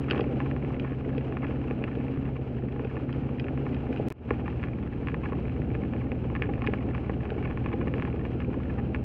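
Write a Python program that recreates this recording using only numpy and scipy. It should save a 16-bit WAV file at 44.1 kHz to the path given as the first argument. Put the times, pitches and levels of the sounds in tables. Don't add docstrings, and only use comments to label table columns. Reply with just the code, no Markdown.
import sys
import numpy as np
from scipy import signal
from scipy.fft import rfft, irfft, next_fast_len
from scipy.io import wavfile
from scipy.ndimage import uniform_filter1d

SR = 44100
rng = np.random.default_rng(int(sys.argv[2]) if len(sys.argv) > 2 else 0)


def to_wav(s):
    ch = np.atleast_2d(s).T
    pcm = np.round(np.clip(ch, -1, 1) * 32767)
    wavfile.write(sys.argv[1], SR, pcm.astype(np.int16))


N = 398663
TIME = np.arange(N) / SR
SCRUB_START_S = 4.124
IN_REEDS = TIME < SCRUB_START_S
LEAD_S = .008


def from_db(db):
    return 10 ** (np.asarray(db) / 20)


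def unit_power(x):
    return x / np.sqrt(np.mean(x ** 2) + 1e-20)


def curve(rows):
    return np.interp(TIME, *np.transpose(rows))


def drift(corner_hz):
    step = 40
    pole = np.exp(-2 * np.pi * corner_hz * step / SR)
    noise = rng.standard_normal(N // step + 2002)
    slow = signal.lfilter([1], [1, -2 * pole, pole * pole], noise)[2000:]
    return np.interp(np.arange(N) / step, np.arange(len(slow)), unit_power(slow))


def coloured(noise, spectrum):
    hz, db = np.transpose(spectrum)
    size = next_fast_len(N)
    log_hz = np.log(np.arange(size // 2 + 1) * SR / size + 1)
    gain = from_db(np.interp(log_hz, np.log(hz), db))
    return unit_power(irfft(rfft(noise, size) * gain, size)[:N])


def add(track, s, sound):
    start = max(round(s * SR), 0)
    track[..., start:start + len(sound)] += sound[:max(N - start, 0)]


def drone(turns, orders, load_db, waver_db):
    out = np.zeros(N)
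    for multiple, reeds_db, scrub_db in orders:
        level_db = np.where(IN_REEDS, reeds_db, scrub_db) + load_db + waver_db * drift(12)
        phase = 2 * np.pi * (multiple * turns + rng.random())
        out += np.sqrt(2) * from_db(level_db) * np.sin(phase)
    return out


def singing_panel(shaft_turns, load_db):
    swell_db = 10 * np.exp(-((TIME - 2.1) / 0.16) ** 2)
    level_db = np.where(IN_REEDS, -44, -52.5) + 2.6 * load_db + swell_db
    return np.sqrt(2) * from_db(level_db) * np.sin(2 * np.pi * 4 * shaft_turns)


# (time [s], rotation rate [Hz])
REED_SHAFT_SPEED = [(0, 68.5), (0.3, 66.4), (0.62, 69.3), (0.85, 65.6), (1.18, 66.9), (1.36, 66),
                    (1.58, 67.6), (1.87, 64.8), (2.25, 66.9), (2.9, 65), (3.19, 67.7), (3.45, 65.8),
                    (3.7, 68.1), (3.93, 66.3)]
# (multiple of crank rate [1], level in reeds [dB], level in scrub [dB])
CRANK_ORDERS = [(2, -45.5, -43), (2.5, -48, -48.5), (3, -43, -40), (4, -52, -46), (5, -51.5, -49),
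                (6, -43.5, -49.5), (8, -54, -53)]
# (multiple of shaft rate [1], level in reeds [dB], level in scrub [dB])
SHAFT_ORDERS = [(1, -41.5, -41.5), (2, -35.5, -49), (3.5, -59.5, -49)]
def power_train():
    gear_ratio = np.where(IN_REEDS, 1.665, 1.595)
    reed_hz = curve(REED_SHAFT_SPEED)
    scrub_s = TIME - SCRUB_START_S
    crank_hz = np.where(IN_REEDS, reed_hz / gear_ratio, 40 + .17 * scrub_s)
    crank_hz *= 1 + 0.00539 * drift(10.8)
    surge_hz = np.interp(TIME + 0.024, TIME, reed_hz) - reed_hz[IN_REEDS].mean()
    load_db = np.where(IN_REEDS, 1.5 * np.tanh(surge_hz / 0.66), 1.2 + 0.39 * scrub_s)
    crank_turns = np.cumsum(crank_hz) / SR
    shaft_turns = np.cumsum(crank_hz * gear_ratio) / SR
    engine = drone(crank_turns, CRANK_ORDERS, load_db, waver_db=2.5)
    drive_line = drone(shaft_turns, SHAFT_ORDERS, load_db, waver_db=1.04)
    return engine + drive_line + singing_panel(shaft_turns, load_db)


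# (frequency [Hz], relative spectral density [dB])
BOOM_SPECTRUM = [(18, -31), (26, -1), (34, -6), (46, 0.5), (60, -2), (90, -3), (140, 5), (175, 0.5),
                 (230, -30), (400, -72)]
# (frequency [Hz], relative spectral density [dB])
RUMBLE_SPECTRUM = [(100, -15), (175, -12.5), (205, 1.5), (275, 2.5), (320, -2), (470, -5), (550, -9.5),
                   (650, -15.5), (810, -15), (930, -31), (1400, -39.5), (3000, -78)]
def tyres(rumble_db):
    boom_db = np.where(IN_REEDS, -42, -41) + 2.3 * drift(2.6)
    boom = from_db(boom_db) * coloured(rng.standard_normal(N), BOOM_SPECTRUM)
    lumps = rng.standard_normal(N) * from_db(2 * drift(29))
    return boom + from_db(rumble_db) * coloured(lumps, RUMBLE_SPECTRUM)


# (frequency [Hz], relative spectral density [dB])
GRIT_SPECTRUM = [(400, -13.5), (830, 7), (940, 5.5), (1120, 1.5), (1380, 3.5), (1560, 0), (1750, -1),
                 (1980, -4), (2350, 0.5), (2720, -1), (2950, -4.5), (3250, -9.5), (3550, -18.5),
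                 (4000, -18.5), (4300, -23), (6000, -31.5), (9000, -41), (15500, -55.5)]
def grit(grit_db):
    spurts = rng.standard_normal(N) * from_db(1.5 * drift(20))
    stones = from_db(1.7 * drift(500))
    return from_db(grit_db) * coloured(spurts * stones, GRIT_SPECTRUM)


def impact(modes, tilt_db, scatter_db, scuff_db, tilt_hz=(1000, 2600)):
    hz, db, width_hz = np.transpose(modes)[:, :, None]
    size = 4096
    bin_hz = np.arange(size // 2 + 1) * SR / size
    octaves = np.log2(np.clip(hz, *tilt_hz) / tilt_hz[0])
    strength = from_db(db + tilt_db * octaves + scatter_db * rng.standard_normal(hz.shape))
    hz = hz * (1 + .012 * rng.standard_normal(hz.shape))
    power = np.sum(strength ** 2 / (1 + ((bin_hz - hz) / width_hz) ** 2) ** 3, axis=0)
    cepstrum = irfft(np.log(power))[:size // 2]
    log_spectrum = rfft(np.r_[0, cepstrum[1:]], size)
    ring = irfft(np.exp(log_spectrum))[:size // 2]
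    lag_s = TIME[:SR // 30] - LEAD_S
    envelope = np.exp(np.where(lag_s < 0, lag_s / .0018, -lag_s / .0033))
    scuff = rng.standard_normal(len(lag_s)) * envelope
    force = from_db(scuff_db) * scuff / np.linalg.norm(scuff)
    force[round(LEAD_S * SR)] += 1
    sound = signal.fftconvolve(force, ring)
    return sound / np.linalg.norm(sound) * np.sqrt(SR / 160)


# (frequency [Hz], relative level [dB], width [Hz])
FITTING_MODES = [(833, 5, 65), (1103, 6.5, 112), (1266, 1, 100), (1445, -0.5, 45), (1732, 4, 150),
                 (2120, -3.5, 220), (2370, -2, 390), (2700, -5.5, 160), (3230, -20, 330),
                 (4140, -33.5, 230), (4700, -37.5, 350)]
def rattle(peak_db, spread_db, count):
    out = np.zeros(N)
    for when, softness, brightness in rng.random((count, 3)):
        at = int(when * N)
        tap = impact(FITTING_MODES, tilt_db=10 * (brightness - .5), scatter_db=2.5, scuff_db=3)
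        add(out, at / SR, from_db(peak_db[at] - spread_db * softness) * tap)
    return out


# (time [s], level [dB])
FITTING_SLIPS = [(0.088, -38), (0.118, -39), (0.16, -42), (0.175, -38), (0.463, -40), (0.847, -39.5),
                 (1.433, -36.5), (1.446, -37.5), (1.88, -40), (4.463, -41.5), (5.239, -38), (5.257, -35.5),
                 (6.014, -42), (6.36, -39), (6.438, -38.5), (6.495, -39), (6.645, -35.5), (7.383, -39.5),
                 (7.454, -36), (7.733, -35.5), (7.814, -37), (8.077, -36), (8.42, -43), (8.702, -40.5),
                 (8.786, -37.5)]
def scrapes(length_s):
    out = np.zeros(N)
    swell = signal.windows.hann(int(length_s * SR))
    for s, db in FITTING_SLIPS:
        contacts = rng.standard_normal(SR // 10)[:len(swell)] * swell
        ring = impact(FITTING_MODES, tilt_db=-2, scatter_db=1, scuff_db=-11.5)
        grate = signal.fftconvolve(contacts, ring)
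        grate *= np.sqrt(len(swell) / 3) / np.linalg.norm(grate)
        add(out, s - length_s / 2 - LEAD_S, from_db(db) * grate)
    return out


# (frequency [Hz], relative level [dB], width [Hz])
TRIM_MODES = [(1560, 5, 250), (2000, -4.5, 180), (2580, 8.5, 270), (3130, 0, 250), (3760, -15, 280),
              (4500, -22, 320), (4920, -23, 420), (5670, -37.5, 990)]
# (time [s], level [dB])
TRIM_HITS = [(0.101, -36), (0.1106, -25.5), (0.1237, -43), (0.159, -43), (0.179, -41), (0.193, -42.5),
             (0.2083, -38), (0.798, -39.5), (1.181, -41.5), (1.468, -47), (1.953, -47.5), (2.723, -52.5),
             (2.848, -45), (2.957, -51), (3.128, -45.5), (3.398, -38), (3.443, -45.5), (3.746, -45),
             (3.928, -43), (3.962, -43), (3.973, -44), (6.666, -39.5), (7.304, -40)]
def ticks():
    out = np.zeros(N)
    for s, db in TRIM_HITS:
        force = from_db(db)
        tilt_db = 5900 * force ** 2
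        tick = impact(TRIM_MODES, tilt_db, scatter_db=2.5, scuff_db=-3.5, tilt_hz=(2600, 3700))
        add(out, s - LEAD_S, force * tick)
    return out


# (frequency [Hz], relative level [dB], width [Hz])
PANEL_MODES = [(257, -6.5, 74), (358, -3, 43), (437, 2.5, 77), (606, -9, 120), (800, -1, 66)]
# (time [s], level [dB])
RUT_JOLTS = [(0.114, -26), (0.161, -26.5), (0.196, -23), (0.213, -24), (0.265, -30), (1.179, -28.5),
             (1.709, -28), (1.971, -28), (2.795, -29.5), (2.85, -30), (3.997, -22.5), (4.308, -21),
             (5.323, -31), (6.326, -32), (6.416, -28.5), (6.489, -26), (6.685, -23), (6.733, -27.5),
             (7.095, -28.5), (7.318, -26), (7.738, -25.5), (7.871, -29), (8.14, -29)]
def thumps():
    out = np.zeros(N)
    for s, db in RUT_JOLTS:
        add(out, s - LEAD_S, from_db(db) * impact(PANEL_MODES, tilt_db=0, scatter_db=-2, scuff_db=-10))
    return signal.sosfilt(signal.butter(4, 625, fs=SR, output="sos"), out)


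# (time [s], level [dB], spectral tilt [dB/octave])
FITTING_BLOWS = [(0.132, -34.5, -4), (0.147, -35, -4), (0.194, -33.5, -13), (0.403, -32.5, -1.5),
                 (0.513, -39, 1.5), (0.564, -40, 0), (0.648, -43, 2), (0.705, -40.5, -9.5),
                 (0.879, -47, -5), (0.921, -46, 1), (1.324, -39.5, -5), (1.37, -35, -3), (1.51, -44, 3.5),
                 (1.71, -38, 2.5), (1.84, -33.5, 11), (2.762, -46, -4), (2.795, -40, -4), (2.968, -39, -3),
                 (3.093, -42, -7.5), (3.484, -39, 5), (3.576, -41, 1), (3.666, -37.5, -4.5),
                 (4.307, -27, -2), (4.48, -35, -6), (4.63, -39.5, 0), (4.638, -35, 5), (4.685, -44, 6),
                 (5.072, -36, 3), (5.085, -33.5, 3), (5.144, -33.5, -0.5), (5.322, -36.5, -10),
                 (5.332, -37, -13), (5.496, -45, 2), (5.751, -39, 1.5), (5.836, -42, -2),
                 (5.936, -39.5, -1), (5.964, -48.5, -3), (6.118, -38, 8), (6.301, -44.5, -2),
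                 (6.352, -35, 0.5), (6.363, -37.5, 10), (6.422, -28, 9), (6.537, -41, 3), (6.62, -35.5, 6),
                 (6.673, -28, 9), (6.737, -31.5, 3), (6.95, -37, 1), (6.98, -40.5, -2), (7.096, -35, -5),
                 (7.254, -40.5, 0), (7.427, -42, 1), (7.474, -47, 5), (7.511, -40.5, -1),
                 (7.574, -36.5, -1), (7.661, -33, -3), (7.718, -43, -1), (7.873, -38.5, -4),
                 (7.881, -39, 1.5), (7.939, -35, 1.5), (7.982, -41, 1), (7.998, -38.5, -1),
                 (8.023, -33.5, 1), (8.051, -38, 3), (8.252, -39.5, 5.5), (8.403, -40.5, 2),
                 (8.542, -40.5, -4), (8.602, -44, -6), (8.947, -32, 3), (8.96, -43, -2)]
def knocks():
    out = np.zeros(N)
    for s, db, tilt_db in FITTING_BLOWS:
        add(out, s - LEAD_S, from_db(db) * impact(FITTING_MODES, tilt_db, scatter_db=0.5, scuff_db=-10))
    return out


def cabin(direct, t60_s, reverb_db):
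    t = TIME[:SR // 8]
    tail = rng.standard_normal(len(t)) * from_db(-60 * t / t60_s) * (t > .002)
    return direct + from_db(reverb_db) * signal.fftconvolve(direct, tail / np.linalg.norm(tail))[:N]


# (time [s], relative level [dB])
TRACK_ROUGHNESS = [(0.03, 1.5), (0.19, 4), (0.9, -1), (1.25, 0.5), (2.65, -2.5), (3.8, 0.5), (4.02, 2.5),
                   (4.7, -2), (5.5, -0.5), (6.2, -1.5), (7.35, 0), (9.04, -1)]
def scene():
    rough_db = curve(TRACK_ROUGHNESS)
    rumble_db, grit_db = -34.5 + 0.79 * rough_db, -51.5 + rough_db
    loose_parts = knocks() + ticks() + scrapes(length_s=0.022)
    loose_parts += rattle(peak_db=grit_db + 7, spread_db=4, count=190)
    running_noise = power_train() + tyres(rumble_db) + grit(grit_db)
    return (running_noise + cabin(loose_parts + thumps(), t60_s=.055, reverb_db=-13))[None]


# (time [s], gain [dB])
SCRUB_FADE = [(4.124, -28), (4.16, -17), (4.2, -13.5), (4.25, -5), (4.31, 0)]
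def record(dry):
    off_s, on_s, cutoff_hz = 4.085, 4.103, 15800
    live = (TIME < off_s) | (TIME > on_s)
    fade = np.where(IN_REEDS, 1, from_db(curve(SCRUB_FADE)))
    out = dry * uniform_filter1d(np.where(live, fade, from_db(-53)), size=45)
    click = 0.036 * np.exp(-TIME[:SR // 100] / 0.00082)
    for s in (off_s, on_s, SCRUB_START_S):
        add(out, s, click)
    return signal.sosfilt(signal.ellip(10, .1, 80, cutoff_hz, fs=SR, output="sos"), out)


dry = scene()
out = record(dry)
to_wav(out)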